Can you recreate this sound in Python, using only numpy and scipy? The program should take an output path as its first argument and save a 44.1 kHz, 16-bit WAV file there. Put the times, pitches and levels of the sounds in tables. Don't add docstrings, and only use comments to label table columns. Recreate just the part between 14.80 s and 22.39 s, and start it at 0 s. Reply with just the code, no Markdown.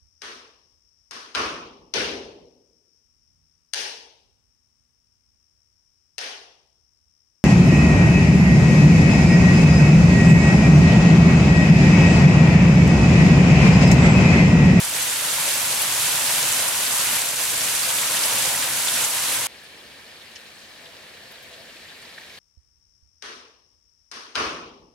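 import sys
import numpy as np
from scipy import signal
from scipy.fft import rfft, irfft, next_fast_len
from scipy.io import wavfile
from scipy.ndimage import uniform_filter1d, map_coordinates

SR = 44100
rng = np.random.default_rng(int(sys.argv[2]) if len(sys.argv) > 2 else 0)


def to_wav(s):
    ch = np.atleast_2d(s).T
    pcm = np.round(np.clip(ch, -1, 1) * 32767)
    wavfile.write(sys.argv[1], SR, pcm.astype(np.int16))


N = 334712

CHANGE_S = 4.670
# time in seconds, reference level in dB.
RAIN_FLOW = [(0, -27.5), (0.12, -28), (0.22, -26), (0.39, -27), (0.5, -25.3), (1.08, -24.5), (1.68, -23),
             (1.96, -25), (2.35, -23.5), (2.44, -27), (2.68, -26.9), (2.8, -25.5), (3.12, -25),
             (3.57, -23.5), (3.98, -26), (4.22, -24), (4.29, -27), (4.65, -25.5)]
# frequency in Hz, left-right correlation from -1 to 1.
TERRACE_CORRELATION = [(100, 0.65), (600, 0.75), (1000, 0.4), (1400, 0.31), (1700, 0.69), (3000, 0.1),
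                       (5200, 0.81), (7500, -0.46), (14000, -0.18)]
# frequency in Hz, left minus right in dB.
TERRACE_BALANCE = [(500, -1), (1300, -1), (1800, 0), (3400, 0), (4400, 6.5), (7500, -1), (12000, 1)]


def amp(db):
    return 10 ** (np.asarray(db) / 20)


def unit(x):
    return x / np.sqrt(np.mean(x ** 2) + 1e-20)


def along(points, hz):
    f, v = np.transpose(points)
    return np.interp(np.log(hz + 1), np.log(f + 1), v)


def curves(rows):
    s, *columns = np.transpose(rows)
    return [np.interp(np.arange(N) / SR, s, column) for column in columns]


def wobble(rate):
    knots = rng.standard_normal(int(N * rate / SR) + 4)
    return map_coordinates(knots, [np.arange(N) * rate / SR])


def filtered(x, response):
    m = next_fast_len(N + SR // 2)
    return irfft(rfft(x, m) * response(np.fft.rfftfreq(m, 1 / SR)), m)[..., :N]


def add(track, s, sound):
    part = track[:, round(s * SR):][:, :sound.shape[1]]
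    part += sound[:, :part.shape[1]]


def rush(patchy_db, count, centre_hz, spread, width_hz, life_s, size_db, splash_db):
    hz, t, noise = signal.stft(rng.standard_normal((2, N)), SR, nperseg=256)
    when, pitch, near = rng.random((count, 3)).T
    centres = centre_hz * np.exp(spread * (2 * pitch - 1))
    widths = width_hz * np.sqrt(centres[:, None] / centre_hz)
    bands = np.exp(-((hz - centres[:, None]) / widths) ** 2)
    powers = amp(size_db * np.minimum(-np.log(near), 4))[:, None] ** 2
    flares = np.zeros((len(t), len(hz)))
    np.add.at(flares, (when * len(t)).astype(int), bands * powers)
    flares = signal.lfilter([1], [1, -np.exp(-t[1] / life_s)], flares, axis=0).T
    power = 1 + amp(splash_db) ** 2 * flares / flares.mean(axis=1).max()
    patches = uniform_filter1d(rng.standard_normal(power.shape), size=18, axis=1)
    patches = uniform_filter1d(patches, size=3, axis=0)
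    gain = np.sqrt(power / power.mean(axis=1, keepdims=True)) * amp(patchy_db * unit(patches))
    return unit(signal.istft(noise * gain, nperseg=256)[1][:, :N])


def placed(x, spectrum, alike, lean):
    def turn(hz):
        return np.arccos(np.clip(along(alike, hz), -1, 1)) / 2

    def colour(hz):
        return amp(along(spectrum, hz)) * [np.cos(turn(hz)), np.sin(turn(hz))]

    mid, side = filtered(x, colour)
    pair = np.array([mid + side, mid - side])
    return unit(filtered(pair, lambda hz: amp(np.outer([.5, -.5], along(lean, hz)))))


def grains(count, centre_hz, spread, cycles, size_db, rise):
    when, bearing, near, phase = rng.random((count, 4)).T[:, :, None]
    hz = np.clip(centre_hz * np.exp(spread * rng.standard_normal((count, 1))), 1200, 15000)
    size = amp(size_db * np.minimum(-np.log(near), 4.5)) * np.sqrt(hz)
    k = np.arange(SR // 150)
    age = k / SR * hz / cycles
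    tone = np.sin(2 * np.pi * (cycles * age * (1 + rise * age / 2) + phase))
    ring = size * np.exp(-age) * tone * (1 - k / len(k))
    at = ((when * N).astype(int) + k).ravel()
    ears = [np.bincount(at, (ring * side(2 * np.pi * bearing)).ravel(), N)[:N] for side in (np.cos, np.sin)]
    return unit(np.array(ears))


def stray_drops(count, over_db, scatter_db):
    when, size, draw = rng.random((count, 3)).T
    s = when * 4.6
    db = np.interp(s, *np.transpose(RAIN_FLOW)) + over_db + scatter_db * (2 * size - 1)
    return np.transpose([s, db, 2 * draw - 1])


def backdrop():
    # time in seconds, hollow far rush in dB, thin hiss in dB.
    backdrop_levels = [(4.7, -68, -67), (5.6, -68, -66), (6.05, -58, -74), (6.35, -60, -73),
                       (6.8, -53.5, -80), (7.0, -66, -84), (7.6, -68, -84)]
    rush_db, hiss_db = curves(backdrop_levels)
    rush_db = rush_db + 1.4 * wobble(rate=13)
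    hollow_spectrum = [(300, -34), (500, 3.5), (580, -5), (670, 5.5), (800, -16), (1300, -40)]
    thin_spectrum = [(8000, -40), (9000, -2), (9500, 0), (10500, -40)]
    hollow = placed(rng.standard_normal((2, N)), hollow_spectrum, TERRACE_CORRELATION, TERRACE_BALANCE)
    thin = placed(rng.standard_normal((2, N)), thin_spectrum, [(9000, .4)], TERRACE_BALANCE)
    return amp(rush_db) * hollow + amp(hiss_db) * thin


def rumble():
    # frequency in Hz, relative spectral level in dB.
    rumble_spectrum = [(15, -25), (30, -7.5), (56, 5), (72, -4), (130, -30), (400, -90)]
    start_db, fade_db_per_s = -58.5, 1.5
    db = start_db - fade_db_per_s * np.arange(N) / SR
    return amp(db) * placed(rng.standard_normal((2, N)), rumble_spectrum, [(50, 0.69)], [(50, 0)])


def light_rain():
    # time in seconds, wash in dB, patter in dB, both before the fixed trims below.
    drizzle_levels = [(4.72, -53, -47.5), (6.06, -52.5, -47.5), (7.58, -52.5, -46)]
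    # frequency in Hz, relative spectral level in dB.
    wash_spectrum = [(15, -30), (30, -9), (55, -13), (84, 0), (105, -8), (150, -2.5), (190, -5),
                     (235, -0.5), (290, -4.5), (400, -2), (495, -1), (780, -4.5), (1200, -5), (1450, -7.5),
                     (1950, -24)]
    # frequency in Hz, relative spectral level in dB.
    patter_spectrum = [(1000, -28), (1470, -9), (1620, -1.5), (1830, 0), (2050, -4.5), (2300, -1.5),
                       (2600, -5), (2850, -3), (3200, -4.5), (4200, -4.5), (5000, -8.5), (6200, -13),
                       (8000, -15.5), (10200, -19), (12000, -18.5), (15700, -33)]
    wash_db, patter_db = curves(drizzle_levels)
    far = rush(patchy_db=1, count=2000, centre_hz=700, spread=.8, width_hz=330,
               life_s=0.0067, size_db=1.5, splash_db=-7)
    wash = amp(wash_db + 0.66) * placed(far, wash_spectrum, TERRACE_CORRELATION, TERRACE_BALANCE)
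    splats = rush(patchy_db=0.35, count=2200, centre_hz=3200, spread=1.0, width_hz=690,
                  life_s=.011, size_db=1.0, splash_db=-2.0)
    taps = grains(count=2800, centre_hz=2810, spread=0.392, cycles=9, size_db=2, rise=0.017)
    near = splats + amp(-15.0) * taps
    patter = amp(patter_db + 2.0) * placed(near, patter_spectrum, TERRACE_CORRELATION, TERRACE_BALANCE)
    lead_s = .00004
    return wash + filtered(patter, lambda hz: np.exp(1j * np.pi * lead_s * np.outer([1, -1], hz)))


def splashes():
    # start in seconds, noise level in dB before the envelope, centre frequency in Hz.
    fat_drops = [(0.22, -26, 7500), (0.484, -27.5, 3900), (1.015, -25, 12000), (1.876, -22.5, 10000),
                 (2.064, -26.5, 4500), (2.35, -23, 11000), (3.03, -26.5, 4500), (3.183, -26, 3400),
                 (3.432, -22.5, 5000), (3.455, -26, 11000), (4.081, -24.5, 3500), (4.238, -22.5, 7000),
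                 (4.833, -52, 9500), (5.413, -45, 3600), (5.555, -38.5, 5400), (5.559, -39, 2800),
                 (6.056, -43, 3500), (6.508, -47.5, 250), (6.511, -50.5, 12500), (6.621, -54, 12800),
                 (6.738, -45, 3300), (6.964, -46, 2500), (7.215, -49.5, 9000), (7.379, -37, 1780),
                 (7.411, -42, 1900)]
    bandwidth = 0.38
    stray_hz, stray_spread = 6500, 0.35
    strays = [(s, db, stray_hz * np.exp(stray_spread * fineness))
              for s, db, fineness in stray_drops(count=14, over_db=-4.5, scatter_db=0)]
    out, t = np.zeros((2, N)), np.arange(SR // 6) / SR
    hz = np.fft.rfftfreq(len(t), 1 / SR)
    for s, db, centre_hz in [*fat_drops, *strays]:
        rise_s = 0.0047 * (centre_hz / 5000) ** .4
        band = 1 / (1 + (2 * (hz - centre_hz) / (bandwidth * centre_hz)) ** 2)
        mid, side = irfft(rfft(rng.standard_normal((2, len(t)))) * band, len(t))
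        side = side * np.minimum(centre_hz / 7000, 1)
        envelope = t / rise_s * np.exp(1 - t / rise_s)
        add(out, s, amp(db) * unit(np.array([mid + side, mid - side])) * envelope)
    return out


def ticks():
    # time in seconds, level in dB before the trim and ear gains, bearing from -1 (right) to 1 (left).
    hard_impacts = [(1.019, -6, .4), (1.726, -2, .1), (1.886, -4, -1), (2.419, -2, .6), (2.778, -6, -.4),
                    (3.456, -4, 1), (3.658, -3, -.7), (4.249, -5, .9)]
    pitch_hz, pitch_spread = 8900, .15
    strays = stray_drops(count=16, over_db=16, scatter_db=0.5)
    out, t = np.zeros((2, N)), np.arange(SR // 200) / SR
    for s, db, bearing in [*hard_impacts, *strays]:
        hz = pitch_hz * np.exp(pitch_spread * rng.standard_normal())
        toward = bearing * np.array([[1], [-1]])
        since = t - .001 + .00003 * toward
        swell = np.exp(np.minimum(since / .00005, -since / .00019))
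        pulse = swell * np.cos(2 * np.pi * hz * since)
        add(out, max(s - .001, 0), amp(db - 1 + 2.5 * toward) * pulse)
    return out


def downpour():
    # frequency in Hz, relative spectral level in dB.
    roar_spectrum = [(47, -43), (80, -12), (123, -4.5), (224, -10), (276, -6.5), (394, -11), (522, -2.5),
                     (736, -3.5), (953, 0.5), (1160, -2), (1500, -6), (1950, -26), (3300, -120)]
    # frequency in Hz, relative spectral level in dB.
    spray_spectrum = [(820, -37), (1400, -4.5), (2900, -2), (5370, -4.5), (8050, -1.5), (11000, -1.5),
                      (12700, -5), (15100, -16.5), (15700, -17)]
    # frequency in Hz, left-right correlation from -1 to 1.
    yard_correlation = [(150, 0.96), (450, 0.79), (900, 0.85), (1200, 0.6), (1600, 0.71), (3200, 0.24),
                        (5000, 0.36), (6000, 0.41), (8000, 0.074), (10500, -0.22), (15000, 0.13)]
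    # frequency in Hz, left minus right in dB.
    yard_balance = [(300, 0.5), (700, -1.5), (1000, -0.7), (2800, -2.8), (4200, 0.2), (7000, -1),
                    (9500, 0.5), (13000, -.4)]
    roar_over_db, spray_over_db = -10.5, 3
    roar_growth = 1.1
    flutter_db, flutter_per_s = 0.48, 11
    (flow_db,) = curves(RAIN_FLOW)
    usual_db = np.mean([db for s, db in RAIN_FLOW])
    roar_db = usual_db + roar_over_db + roar_growth * (flow_db - usual_db) + flutter_db * wobble(flutter_per_s)
    spray_db = flow_db + spray_over_db + flutter_db * wobble(flutter_per_s)
    far = rush(patchy_db=1.04, count=3000, centre_hz=1060, spread=0.87, width_hz=300,
               life_s=.006, size_db=0.5, splash_db=-1)
    roar = amp(roar_db) * placed(far, roar_spectrum, yard_correlation, yard_balance)
    mist = rush(patchy_db=0.23, count=2600, centre_hz=6360, spread=1.24, width_hz=2500,
                life_s=0.015, size_db=1.0, splash_db=-1)
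    impacts = grains(count=9000, centre_hz=9000, spread=0.41, cycles=0.9, size_db=3.5, rise=0)
    bubbles = grains(count=1200, centre_hz=3520, spread=0.463, cycles=7, size_db=5.0, rise=0.037)
    near = mist + amp(-10) * impacts + amp(-23.5) * bubbles
    spray = amp(spray_db) * placed(near, spray_spectrum, yard_correlation, yard_balance)
    return roar + spray


def scene():
    heavy = uniform_filter1d((np.arange(N) / SR < CHANGE_S) * 1., size=40)
    yard = downpour() + rumble()
    terrace = light_rain() + backdrop()
    return heavy * yard + (1 - heavy) * terrace + ticks() + splashes()


def record(dry):
    return filtered(dry, lambda hz: hz < 15850)


dry = scene()
out = record(dry)
to_wav(out)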